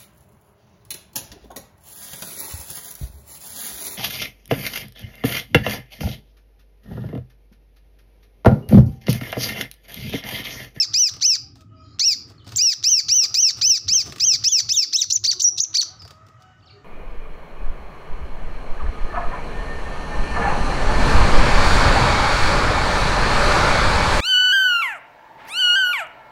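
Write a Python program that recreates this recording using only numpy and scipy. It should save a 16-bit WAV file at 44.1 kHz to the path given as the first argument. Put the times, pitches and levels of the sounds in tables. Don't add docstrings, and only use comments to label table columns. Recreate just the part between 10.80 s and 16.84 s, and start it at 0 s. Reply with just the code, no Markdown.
import sys
import numpy as np
from scipy import signal
from scipy.io import wavfile
from scipy.ndimage import uniform_filter1d, minimum_filter1d

SR = 44100
rng = np.random.default_rng(int(sys.argv[2]) if len(sys.argv) > 2 else 0)


def to_linear_factor(level_db):
    exponent = np.asarray(level_db, float) / 20
    return 10 ** exponent


def persist_wave(psi):
    counts = np.round(np.clip(psi, -1, 1) * 32767).astype(np.int16)
    wavfile.write(sys.argv[1], SR, np.atleast_2d(counts).T)


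N = 266584


def evened(x):
    return x / np.sqrt(np.mean(x ** 2) + 1e-20)


def read(points, hz):
    f, value = np.transpose(points)
    return np.interp(np.log(hz + 1), np.log(f + 1), value)


def add(mix, s, sound):
    at = round(s * SR)
    sound = sound[max(-at, 0):]
    part = mix[max(at, 0):][:len(sound)]
    part += sound[:len(part)]


def colour(x, points):
    gain_db = read(points, abs(np.fft.fftfreq(4096, 1 / SR)))
    log_spectrum = np.conj(signal.hilbert(np.log(to_linear_factor(gain_db))))
    taps = np.fft.ifft(np.exp(log_spectrum)).real[:2048]
    return signal.oaconvolve(x, taps)[:len(x)]


def wander(count, width_s):
    width = max(round(width_s * SR), 1)
    noise = rng.standard_normal(12000 + count // 12000 * 12000)
    smooth = uniform_filter1d(uniform_filter1d(noise, width), width)
    return evened(smooth)[:count]


def stack(hz, levels_db):
    turns = 2 * np.pi * np.cumsum(hz) / SR
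    out = 0
    for k, db in enumerate(levels_db, 1):
        out = out + to_linear_factor(db) * np.cos(k * turns) * (k * hz < SR / 2.3)
    return out


def glide(row, levels_db, jitter, taper):
    s, length, from_hz, to_hz, db = row
    hz = np.geomspace(from_hz, to_hz, round(length * SR))
    hz = hz * (1 + jitter * wander(len(hz), 0.0044))
    return s, to_linear_factor(db) * stack(hz, levels_db) * signal.windows.tukey(len(hz), taper)


# time_s, level_db
EFFORT = [(0, -9.5), (1.3, -11.5), (2.3, -11), (2.9, -13), (3.15, -9), (3.6, -13), (4.3, -9.5), (5, -7.5)]


def breath_db(t):
    swell = -15 * np.maximum(1 - (t - t[0]) / .016, 0)
    fade = -13 * np.maximum(1 - (t[-1] - t) / .022, 0)
    flutter = 2 * wander(len(t), .01)
    return np.interp(t, *np.transpose(EFFORT)) + swell + fade + flutter


# time_s, pitch_hz, extra_effort_db
ARCHES = [
    [(0.133, 1125, 10.5), (0.147, 2390, -0.5), (0.169, 2517, -2.5), (0.185, 2864, -8), (0.197, 3066, -4),
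     (0.217, 2953, -5.5), (0.271, 2477, -3.5), (0.281, 2285, -7.5), (0.3, 1124, 5)],
    [(0.406, 990, 5), (0.42, 1700, -10), (0.432, 2250, -3.5), (0.453, 2677, -4.5), (0.468, 3125, -2),
     (0.5, 2765, -5), (0.534, 2521, -1), (0.55, 2215, -12), (0.57, 1144, 8)],
    [(1.193, 1134, 18), (1.207, 2070, -8), (1.231, 2450, -4), (1.249, 2670, -1.5), (1.265, 2890, -7.5),
     (1.301, 2560, 2), (1.333, 2237, -2), (1.339, 2090, -6.5), (1.358, 1170, -11)],
    [(1.774, 1133, 12), (1.788, 2303, -7.5), (1.812, 2533, 0.5), (1.824, 2874, -5), (1.842, 2906, -3),
     (1.902, 2510, 0), (1.916, 2360, -9), (1.922, 2330, -1), (1.942, 1150, 3)],
    [(2.033, 1132, 9), (2.047, 2350, -4), (2.075, 2740, -3.5), (2.085, 2920, -2), (2.103, 3173, 0.5),
     (2.145, 2760, -0.5), (2.181, 2583, -3), (2.197, 2307, 2), (2.215, 1080, 4.5)],
    [(2.282, 1136, 18), (2.296, 2260, -9.5), (2.324, 2780, 2), (2.354, 3094, -5), (2.37, 3040, -3),
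     (2.4, 2770, -1.5), (2.42, 2680, -3), (2.45, 2334, 2.5), (2.468, 1150, 1.5)],
    [(2.541, 1131, 18.5), (2.555, 2375, -7), (2.58, 2567, -5), (2.601, 2993, 1), (2.616, 3224, -2.5),
     (2.64, 2796, 5.5), (2.685, 2524, 0), (2.697, 2250, 3.5), (2.715, 1104, 6)],
    [(2.811, 1153, 22.5), (2.825, 2363, -5), (2.853, 2664, 4.5), (2.865, 2974, 0.5), (2.893, 3124, -2.5),
     (2.913, 2757, 11.5), (2.943, 2580, 3), (2.967, 2233, 4), (2.985, 1107, 10)],
    [(3.078, 1135, 23.5), (3.092, 2235, -10), (3.122, 2673, -8), (3.14, 3150, -3.5), (3.152, 3202, 0.5),
     (3.176, 2740, -8.5), (3.206, 2448, -1.5), (3.216, 2258, -4.5), (3.235, 1123, -16)],
    [(3.396, 1194, 12.5), (3.41, 2405, -5.5), (3.438, 2710, -3.5), (3.452, 3178, 0.5), (3.47, 3157, 0.5),
     (3.504, 2730, 2), (3.536, 2480, -1), (3.55, 2250, 4), (3.568, 1174, -2.5)],
    [(3.636, 1207, 12), (3.65, 2448, -3), (3.675, 2755, 0), (3.695, 3535, -3), (3.715, 3280, -1.5),
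     (3.745, 2794, 0.5), (3.782, 2510, 1.5), (3.794, 2260, 3.5), (3.812, 1204, 5)],
    [(3.886, 1152, 15.5), (3.9, 2460, -3), (3.918, 2660, -2.5), (3.932, 3510, -4.5), (3.946, 3750, 1),
     (3.986, 2787, -3), (4.02, 2520, -2), (4.04, 2195, -5), (4.058, 1100, -3)],]
# time_s, pitch_hz, extra_effort_db
SLURS = [
    [(-.03, 2678, 5), (.015, 2656, -1), (.028, 2480, -2.5), (.038, 2230, -3.5), (.058, 1080, -1)],
    [(4.125, 1270, 16.5), (4.141, 2524, -6.5), (4.156, 2670, -3.5), (4.18, 3890, -4.5), (4.189, 3970, 5),
     (4.211, 3520, -5.5), (4.228, 2270, -3), (4.252, 1096, 3)],
    [(4.438, 1198, 16), (4.462, 2800, -12), (4.475, 4266, -6.5), (4.488, 4843, -2), (4.505, 4330, -1),
     (4.52, 2250, -10), (4.54, 1083, 8.5)],
    [(4.938, 1024, 9), (4.956, 2275, -6), (4.968, 2520, -9.5), (4.98, 4320, -9.5), (4.989, 4650, -3),
     (5.009, 4050, -6), (5.022, 2094, -11), (5.036, 1090, 11)],
]
# time_s, pitch_hz, effort_db
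WHISTLES = [
    [(1.754, 2900, 4), (1.759, 3585, -27.5), (1.763, 7800, -7), (1.771, 7420, 0), (1.785, 6240, -21),
     (1.794, 6340, -25), (1.807, 5000, -42)],
    [(4.31, 2310, -19), (4.319, 4370, -19), (4.329, 6930, -5), (4.337, 7180, -6.5), (4.352, 6860, -9),
     (4.364, 5910, -9), (4.368, 4800, -31.5), (4.379, 1470, -6.5)],
    [(4.606, 2200, -22), (4.615, 4370, -27), (4.626, 7550, -6), (4.637, 6520, -14.5), (4.65, 5590, -6),
     (4.689, 5967, -13.5), (4.698, 4520, -51)],
    [(4.79, 2220, -16), (4.799, 4180, -17), (4.806, 6550, -2), (4.815, 6580, -8.5), (4.829, 6920, -7.5),
     (4.838, 6180, -11.5), (4.845, 4780, -36.5), (4.854, 1650, -7.5)],
]


def notes():
    out = []
    labelled = [(rows, False) for rows in ARCHES + SLURS]
    labelled += [(rows, True) for rows in WHISTLES]
    for rows, whistle in labelled:
        s, hz, db = np.transpose(rows)
        t = np.arange(s[0], s[-1], 1 / SR)
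        effort_db = np.interp(t, s, db)
        if not whistle:
            effort_db = effort_db + breath_db(t)
        out.append((t, np.interp(t, s, hz), effort_db, whistle))
    return out


OVERTONES_DB = [-1.5, -1.7, -7, -7.5, -4, -6, -13, -18.5, -38, -41.5]
# time_s, depth_db
BEAK_SHADOW = [(0, -2), (2.6, -3), (3, -16), (4.3, -20), (4.45, -2), (5, -2)]


def syrinx(t, hz, effort_db, whistle):
    count, rising, falling = len(t), t < t.mean(), t > t.mean()
    hz = uniform_filter1d(hz, round(.0047 * SR), mode="nearest")
    slack = np.clip(2 - 2 * hz / 2300, 0, 1)
    taut = np.clip(2 * hz / 3650 - 2, 0, 1)
    jitter = (0.0046 + .04 * slack) * wander(count, 0.00085)
    hz = hz * (1 + jitter + .005 * wander(count, .006))
    low = np.clip((2350 - hz) / 350, 0, 1)
    limp = low * falling
    onset = low * rising * (1 - slack)

    upper_db = 5 * wander(count, .004) - 10 * np.maximum(3100 - hz, 0) / 1000
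    whistle_db = -20 * whistle * np.clip(5300 / hz * 10 - 10, 0, 1)
    over_db = -8 * taut - 13 * limp + whistle_db
    shadow_db = np.interp(t, *np.transpose(BEAK_SHADOW))
    levels_db = []
    for k, db in enumerate(OVERTONES_DB, 1):
        shaded_db = shadow_db * np.exp(-((k * hz - 9100) / 850) ** 2)
        levels_db.append(db + over_db * (k > 1) + shaded_db + upper_db * (k > 3))

    fray_db = np.clip((2650 - hz) / 200, 0, 1) * falling * (1 - limp) * (7 + 5 * wander(count, .004))
    tight = np.clip((hz - 2700) / 250, 0, 1)
    puffs_db = 4.5 * wander(count, .009) + 9 * onset - 8 * tight - 10 * whistle
    leak_db = -17 + puffs_db + fray_db + 11 * limp * (1 - slack)
    air = to_linear_factor(19 * slack) * rng.standard_normal(count)

    edges = np.minimum(1, np.minimum((t - t[0]) / .014, (t[-1] - t) / .007))
    effort = np.sqrt(2) * to_linear_factor(effort_db) * edges
    return effort * stack(hz, levels_db), effort * to_linear_factor(leak_db) * air, effort * to_linear_factor(-68) * air


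# frequency_hz, gain_db
TRACT = [(1000, -25.5), (1600, -37.5), (2500, -29.5), (3500, -22.5), (4300, -11.5), (5000, -11.5),
         (6000, -0.5), (6400, -14.5), (6900, -18.5), (8000, -32), (9000, -35.5), (10500, -38), (13000, -41),
         (15000, -34)]
# frequency_hz, gain_db
CAGE = [(2300, -0.5), (2830, -3.5), (3200, 0), (3700, -0.5), (4400, 2), (5050, 0), (5350, 1), (5800, -0.5)]
# frequency_hz, gain_db
AIR = [(1500, -17), (3000, -6), (4000, 3), (4600, -4), (6500, -4.5), (7500, -1.5), (10000, -7)]
# start_s, length_s, from_hz, to_hz, level_db
RASPS = [
    (4.297, 0.023, 1150, 1950, -11.5),
    (4.593, 0.026, 1100, 2077, -15.5),
    (4.771, 0.028, 1150, 2092, -14.5),
]
# start_s, level_db
TICKS = [(.126, -50), (.399, -42), (1.188, -40), (2.028, -36), (2.536, -52), (2.805, -48), (3.072, -52),
         (3.627, -44), (4.118, -52), (4.432, -46), (4.768, -48), (4.932, -46)]
# frequency_hz, gain_db
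WIRES = [(530, -22.5), (900, -33), (1180, 14), (1470, 6.5), (1950, 3), (3180, 5.5), (5120, 9),
         (11000, -11.5), (15500, -10.5)]


def bird():
    voice, breath, hiss, ticks = np.zeros((4, N))
    for t, hz, effort_db, whistle in notes():
        tone, leak, beak = syrinx(t, hz, effort_db, whistle)
        add(voice, t[0], tone)
        add(breath, t[0], leak)
        add(hiss, t[0], beak)
    for s, db in TICKS:
        add(ticks, s, to_linear_factor(db) * rng.standard_normal(30) * np.hanning(30))
    for row in RASPS:
        s, rasp = glide(row, OVERTONES_DB, .05, .9)
        add(breath, s, rasp * (1 + .85 * rng.standard_normal(len(rasp))))
        add(hiss, s, rasp * to_linear_factor(-46) * rng.standard_normal(len(rasp)))
    hiss = signal.lfilter(*signal.butter(3, 7500, "high", fs=SR), hiss)
    ticks = signal.lfilter(*signal.butter(3, 7000, fs=SR), ticks)
    sung = colour(colour(voice, CAGE) + colour(breath, AIR), TRACT)
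    return to_linear_factor(10) * (sung + hiss + colour(ticks, WIRES))


# start_s, tick_db, thump_db
PERCH = [(0.3374, -43.5, -51), (0.3644, -47.5, -45), (0.7553, -56.5, -53), (0.807, -56, -54),
         (1.3, -42, -50), (1.499, -51.5, -44), (1.6442, -60.5, -67), (1.666, -52, -39), (1.675, -45.5, -58),
         (1.69, -45.5, -55), (1.7203, -40.5, -38.5), (1.7392, -54, -52), (2.4233, -53, -42),
         (2.4511, -52, -41), (3.138, -32, -33), (3.261, -41.5, -41), (3.27, -44, -34.5), (3.296, -51, -47),
         (3.322, -36.5, -37), (3.3593, -39, -41.5), (3.382, -39, -64), (3.4567, -42, -39),
         (3.5322, -42.5, -42), (5.219, -49.5, -50), (5.25, -51, -43.5), (5.2765, -47.5, -54),
         (5.306, -45.5, -40.5), (5.4653, -59, -52), (5.4844, -58.5, -50), (5.621, -58, -65)]


def perch():
    ticks, thumps, t = np.zeros(N), np.zeros(N), np.arange(3500) / SR
    tick_shape = np.minimum(t / 0.0016, 1) * (to_linear_factor(-60 * t / 0.023) + to_linear_factor(-20.5 - 60 * t / 0.3))
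    thump_shape = np.minimum(t / .004, 1) * to_linear_factor(-60 * t / .09)
    for s, tick_db, thump_db in PERCH:
        add(ticks, s, to_linear_factor(tick_db + 5.5) * rng.standard_normal(len(t)) * tick_shape)
        add(thumps, s, to_linear_factor(thump_db + 11) * rng.standard_normal(len(t)) * thump_shape)
    thumps = signal.lfilter(*signal.butter(2, [110, 700], "band", fs=SR), thumps)
    return colour(ticks, WIRES) + thumps


# start_s, length_s, level_db
RUSTLES = [(0.289, 0.041, -55), (0.745, 0.09, -65.5), (1.468, 0.067, -65), (1.649, 0.16, -56.5),
           (2.406, 0.062, -43), (2.763, 0.049, -47.5), (3.096, 0.063, -52.5), (3.152, 0.18, -49.5),
           (3.473, .12, -68), (5.189, 0.12, -83), (5.48, 0.092, -85), (5.595, 0.043, -69.5)]


def feathers():
    out = np.zeros(N)
    for s, length, db in RUSTLES:
        count = round(length * SR)
        clumps = to_linear_factor(db + 3.04 * wander(count, 0.0016))
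        add(out, s, clumps * rng.standard_normal(count) * signal.windows.tukey(count, .4))
    body = signal.lfilter(*signal.butter(2, [120, 900], "band", fs=SR), out)
    return colour(out, WIRES) + to_linear_factor(5.5) * body


# frequency_hz, t60_s
ROOM_T60 = [(1000, 0.33), (3500, 0.48), (4500, 0.32), (6000, 0.28), (9000, 0.18), (14000, 0.24)]


def room(x):
    taps = np.zeros(SR)
    at = np.arange(500, SR - 20, 20)
    taps[at + rng.integers(0, 20, len(at))] = rng.choice([-1., 1.], len(at))
    hz, t, z = signal.stft(taps, SR, nperseg=256)
    decay = to_linear_factor(-60 * t / read(ROOM_T60, hz)[:, None])
    tail = signal.istft(z * decay, SR, nperseg=256)[1]
    return signal.fftconvolve(x, tail / np.linalg.norm(tail))[:N]


# start_s, length_s, from_hz, to_hz, level_db
CROWS = [(0.618, 0.084, 804, 780, -59), (0.77, 0.091, 649, 616, -62.5), (0.882, 0.23, 642, 627, -59.5),
         (1.093, 0.058, 617, 632, -73), (4.381, 0.26, 347.3, 376, -60), (4.671, 0.17, 377.5, 355, -62.5),
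         (4.837, 0.29, 322, 335, -67), (5.01, 0.1, 633, 620, -64), (5.27, 0.25, 610, 665, -60),
         (5.467, 0.2, 626, 645, -62.5), (5.076, 0.091, 726, 767, -53.5), (5.731, 0.23, 630, 619, -68),
         (5.571, 0.19, 746, 745, -54), (5.801, 0.2, 740, 753, -62.5), (5.94, 0.14, 730, 741, -58),
         (5.868, 0.16, 599, 601.4, -68)]
# frequency_hz, gain_db
CROW_THROAT = [(300, 13), (700, -6.5), (1250, 3), (1900, -32), (2500, -19), (5000, -31), (7000, -33)]
# start_s, length_s, from_hz, to_hz, level_db
FAR_BIRDS = [(1.578, .02, 4450, 4100, -57), (1.593, .012, 4000, 3100, -59), (1.6, .04, 3150, 3000, -63),
             (1.615, .012, 3200, 4300, -63), (1.645, .035, 5900, 3000, -60), (1.685, .02, 4700, 3900, -54),
             (5.19, .042, 5350, 4650, -46), (5.225, .04, 4700, 4500, -51), (5.855, .015, 6000, 4800, -64),
             (5.868, .036, 4900, 2450, -55), (5.91, .05, 4700, 4500, -67), (5.9, .016, 2400, 2200, -59),
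             (5.8, .014, 5000, 3100, -68), (5.9, .028, 4850, 3950, -52), (5.818, .03, 4600, 4450, -62),
             (1.02, .17, 4150, 4300, -68), (.94, .25, 4850, 5050, -67), (1.03, .15, 4500, 4600, -71),
             (.97, .2, 5500, 5600, -76), (.89, .17, 1268, 1240, -61), (5.3, .3, 1255, 1240, -63),
             (1.0, .17, 6850, 6800, -78), (5.55, .25, 2950, 2900, -72), (1.0, .12, 3100, 3200, -73),
             (1.04, .15, 3850, 3950, -72), (5.93, .06, 410, 400, -54), (.96, .08, 2450, 2480, -72),
             (5.82, .03, 2500, 3400, -63), (4.68, .16, 765, 725, -57), (.88, .1, 2950, 2900, -76),
             (5.35, .3, 1900, 1910, -71), (5.7, .12, 1880, 1860, -72), (5.95, .09, 1830, 1820, -68),
             (5.6, .2, 1520, 1490, -66)]


def far_animals():
    out = np.zeros(N)
    for row in CROWS:
        throat_db = read(CROW_THROAT, row[2] * np.arange(1, 11))
        add(out, *glide(row, throat_db, .014, .6))
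    for row in FAR_BIRDS:
        s, whistle = glide(row, [0], .012, .35)
        blur = .6 * row[2] / 4500 * wander(len(whistle), .002)
        add(out, s, whistle * (1 + blur))
    return out


# frequency_hz, width_hz, level_db
DRONE = [(245, 8, -65), (265, 8.3, -66), (289, 14, -63.5), (335, 16, -69)]


def drone():
    start_s, end_s = .56, 1.66
    count = round((end_s - start_s) * SR)
    out, t = np.zeros(N), np.arange(count) / SR
    for hz, width, db in DRONE:
        a, b = wander(count, .5 / width), wander(count, .5 / width)
        line = a * np.cos(2 * np.pi * hz * t) + b * np.sin(2 * np.pi * hz * t)
        add(out, start_s, to_linear_factor(db) * line * signal.windows.tukey(count, .15))
    return out


# frequency_hz, level_db per Hz
YARD = [(100, -24.5), (200, -21), (280, 7.5), (450, -13), (700, -9.5), (1150, -12), (1250, 6.5),
        (1370, -10.5), (2100, -15.5), (4000, -26.5), (7000, -26), (9000, -47)]
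# time_s, engine_wash_db, distant_yard_db
YARD_LEVEL = [(0, -55, -55), (.5, -59.5, -62.5), (.8, -67.5, -78), (1, -72, -71), (1.151, -56.5, -67.5),
              (1.55, -57.5, -64.5), (1.8, -63, -65.5), (2.7, -56, -54.5), (3.3, -51.5, -66),
              (3.7, -56.5, -54), (4.4, -57, -78), (4.901, -66.5, -58), (5.151, -66.5, -59),
              (5.6, -72, -63.5), (6.04, -62, -63)]


def yard():
    frames, hz = N // 128 + 5, np.fft.rfftfreq(512, 1 / SR)
    a, b, patches = rng.standard_normal((3, len(hz), frames))
    patches = evened(uniform_filter1d(uniform_filter1d(patches, 4, 0), 24, 1))
    s, *levels_db = np.transpose(YARD_LEVEL)
    t = np.arange(frames) * 128 / SR
    wash_db, distant_db = [np.interp(t, s, db) for db in levels_db]
    swell_db = np.where(hz[:, None] > 470, distant_db, wash_db)
    field_db = read(YARD, hz)[:, None] + 2.2 * patches + swell_db
    return signal.istft((a + 1j * b) * to_linear_factor(field_db - 3), nperseg=512, noverlap=384)[1][:N]


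# time_s, level_db
SHAKES = [(.15, -50.5), (.34, -47.5), (.5, -50.5), (1.302, -51.5), (1.73, -43), (2.12, -47.5),
          (2.27, -49.5), (2.519, -50.5), (2.779, -47), (2.9, -41.5), (3.092, -39), (3.19, -46), (3.28, -40),
          (3.42, -52), (3.52, -38.5), (3.62, -44.5), (3.871, -47), (3.97, -54), (4.288, -49), (4.42, -44.5),
          (4.52, -52), (4.76, -49.5), (5.25, -49)]


def rumble(duck):
    hum_hz, width_hz, bob_s = 104.2, 20, .045
    r = np.exp(-np.pi * width_hz / SR)
    resonance = [1, -2 * r * np.cos(2 * np.pi * hum_hz / SR), r * r]
    hum = signal.lfilter([1, -1], resonance, rng.standard_normal(N))
    hum = signal.lfilter(*signal.butter(2, 160, fs=SR), hum)
    band = signal.butter(2, [55, 150], "band", fs=SR, output="sos")
    shake = signal.sosfilt(band, rng.standard_normal(N))

    t = np.arange(N) / SR
    late_duck = np.interp(t - .02, t, duck) ** 1.5
    power = (to_linear_factor(-49 - t) * late_duck) ** 2
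    swell = np.exp(-(np.arange(-3 * bob_s, 3 * bob_s, 1 / SR) / bob_s) ** 2)
    for s, db in SHAKES:
        add(power, s - 3 * bob_s, to_linear_factor(db) ** 2 * swell)
    return evened(evened(shake) + to_linear_factor(6.5) * evened(hum)) * np.sqrt(power)


def suppression(song):
    loud = uniform_filter1d(song ** 2, 400) > to_linear_factor(-34) ** 2
    return to_linear_factor(-13 * uniform_filter1d(loud * 1., round(.05 * SR)))


# frequency_hz, gain_db
ROOM_COLOUR = [(1500, -4.5), (3000, -6.5), (4000, -3), (4700, 3.5), (6300, 0.5), (7500, 2)]
# delay_s, level_db
ECHOES = [(.0011, -16), (.0027, -22), (.0046, -22), (.0073, -15), (0.011, -19), (0.016, -24.5),
          (.021, -46.5), (0.028, -30.5)]


def scene():
    song, far = bird(), far_animals()
    near = song + perch() + feathers()
    duck = suppression(song)
    stir = 1 + 1.8 * wander(N, .0022)
    out = near + rumble(duck) + room(to_linear_factor(-25) * colour(near, ROOM_COLOUR) * stir)
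    for s, db in ECHOES:
        add(out, s, to_linear_factor(db) * near)
    background = yard() + drone() + far + to_linear_factor(-4) * room(far)
    return (out + background * duck)[None]


# frequency_hz, gain_db
MICROPHONE = [(25, -12), (60, 2), (13200, 2.3), (14800, 5), (15500, 1)]


def low_pass(x):
    return signal.sosfilt(signal.butter(12, 16810, fs=SR, output="sos"), x)


def record(dry):
    power_db = 10 * np.log10(abs(uniform_filter1d(dry[0] ** 2, 300)) + 1e-12)
    fall = np.arange(N) * 127 / SR
    held_db = np.maximum.accumulate(power_db + fall) - fall
    over_db = np.maximum(held_db + 20.5, 0)
    levelled = colour(dry[0], MICROPHONE) / to_linear_factor(0.6 * uniform_filter1d(over_db, 200))
    peak = uniform_filter1d(-minimum_filter1d(-abs(levelled), size=41), size=41)
    limited = levelled / np.maximum(peak / to_linear_factor(-7.4), 1)
    edge = signal.firwin(255, 15600, window=("kaiser", 4), fs=SR)
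    return low_pass(signal.oaconvolve(limited, edge, "same")[None])


dry = scene()
out = record(dry)
persist_wave(out)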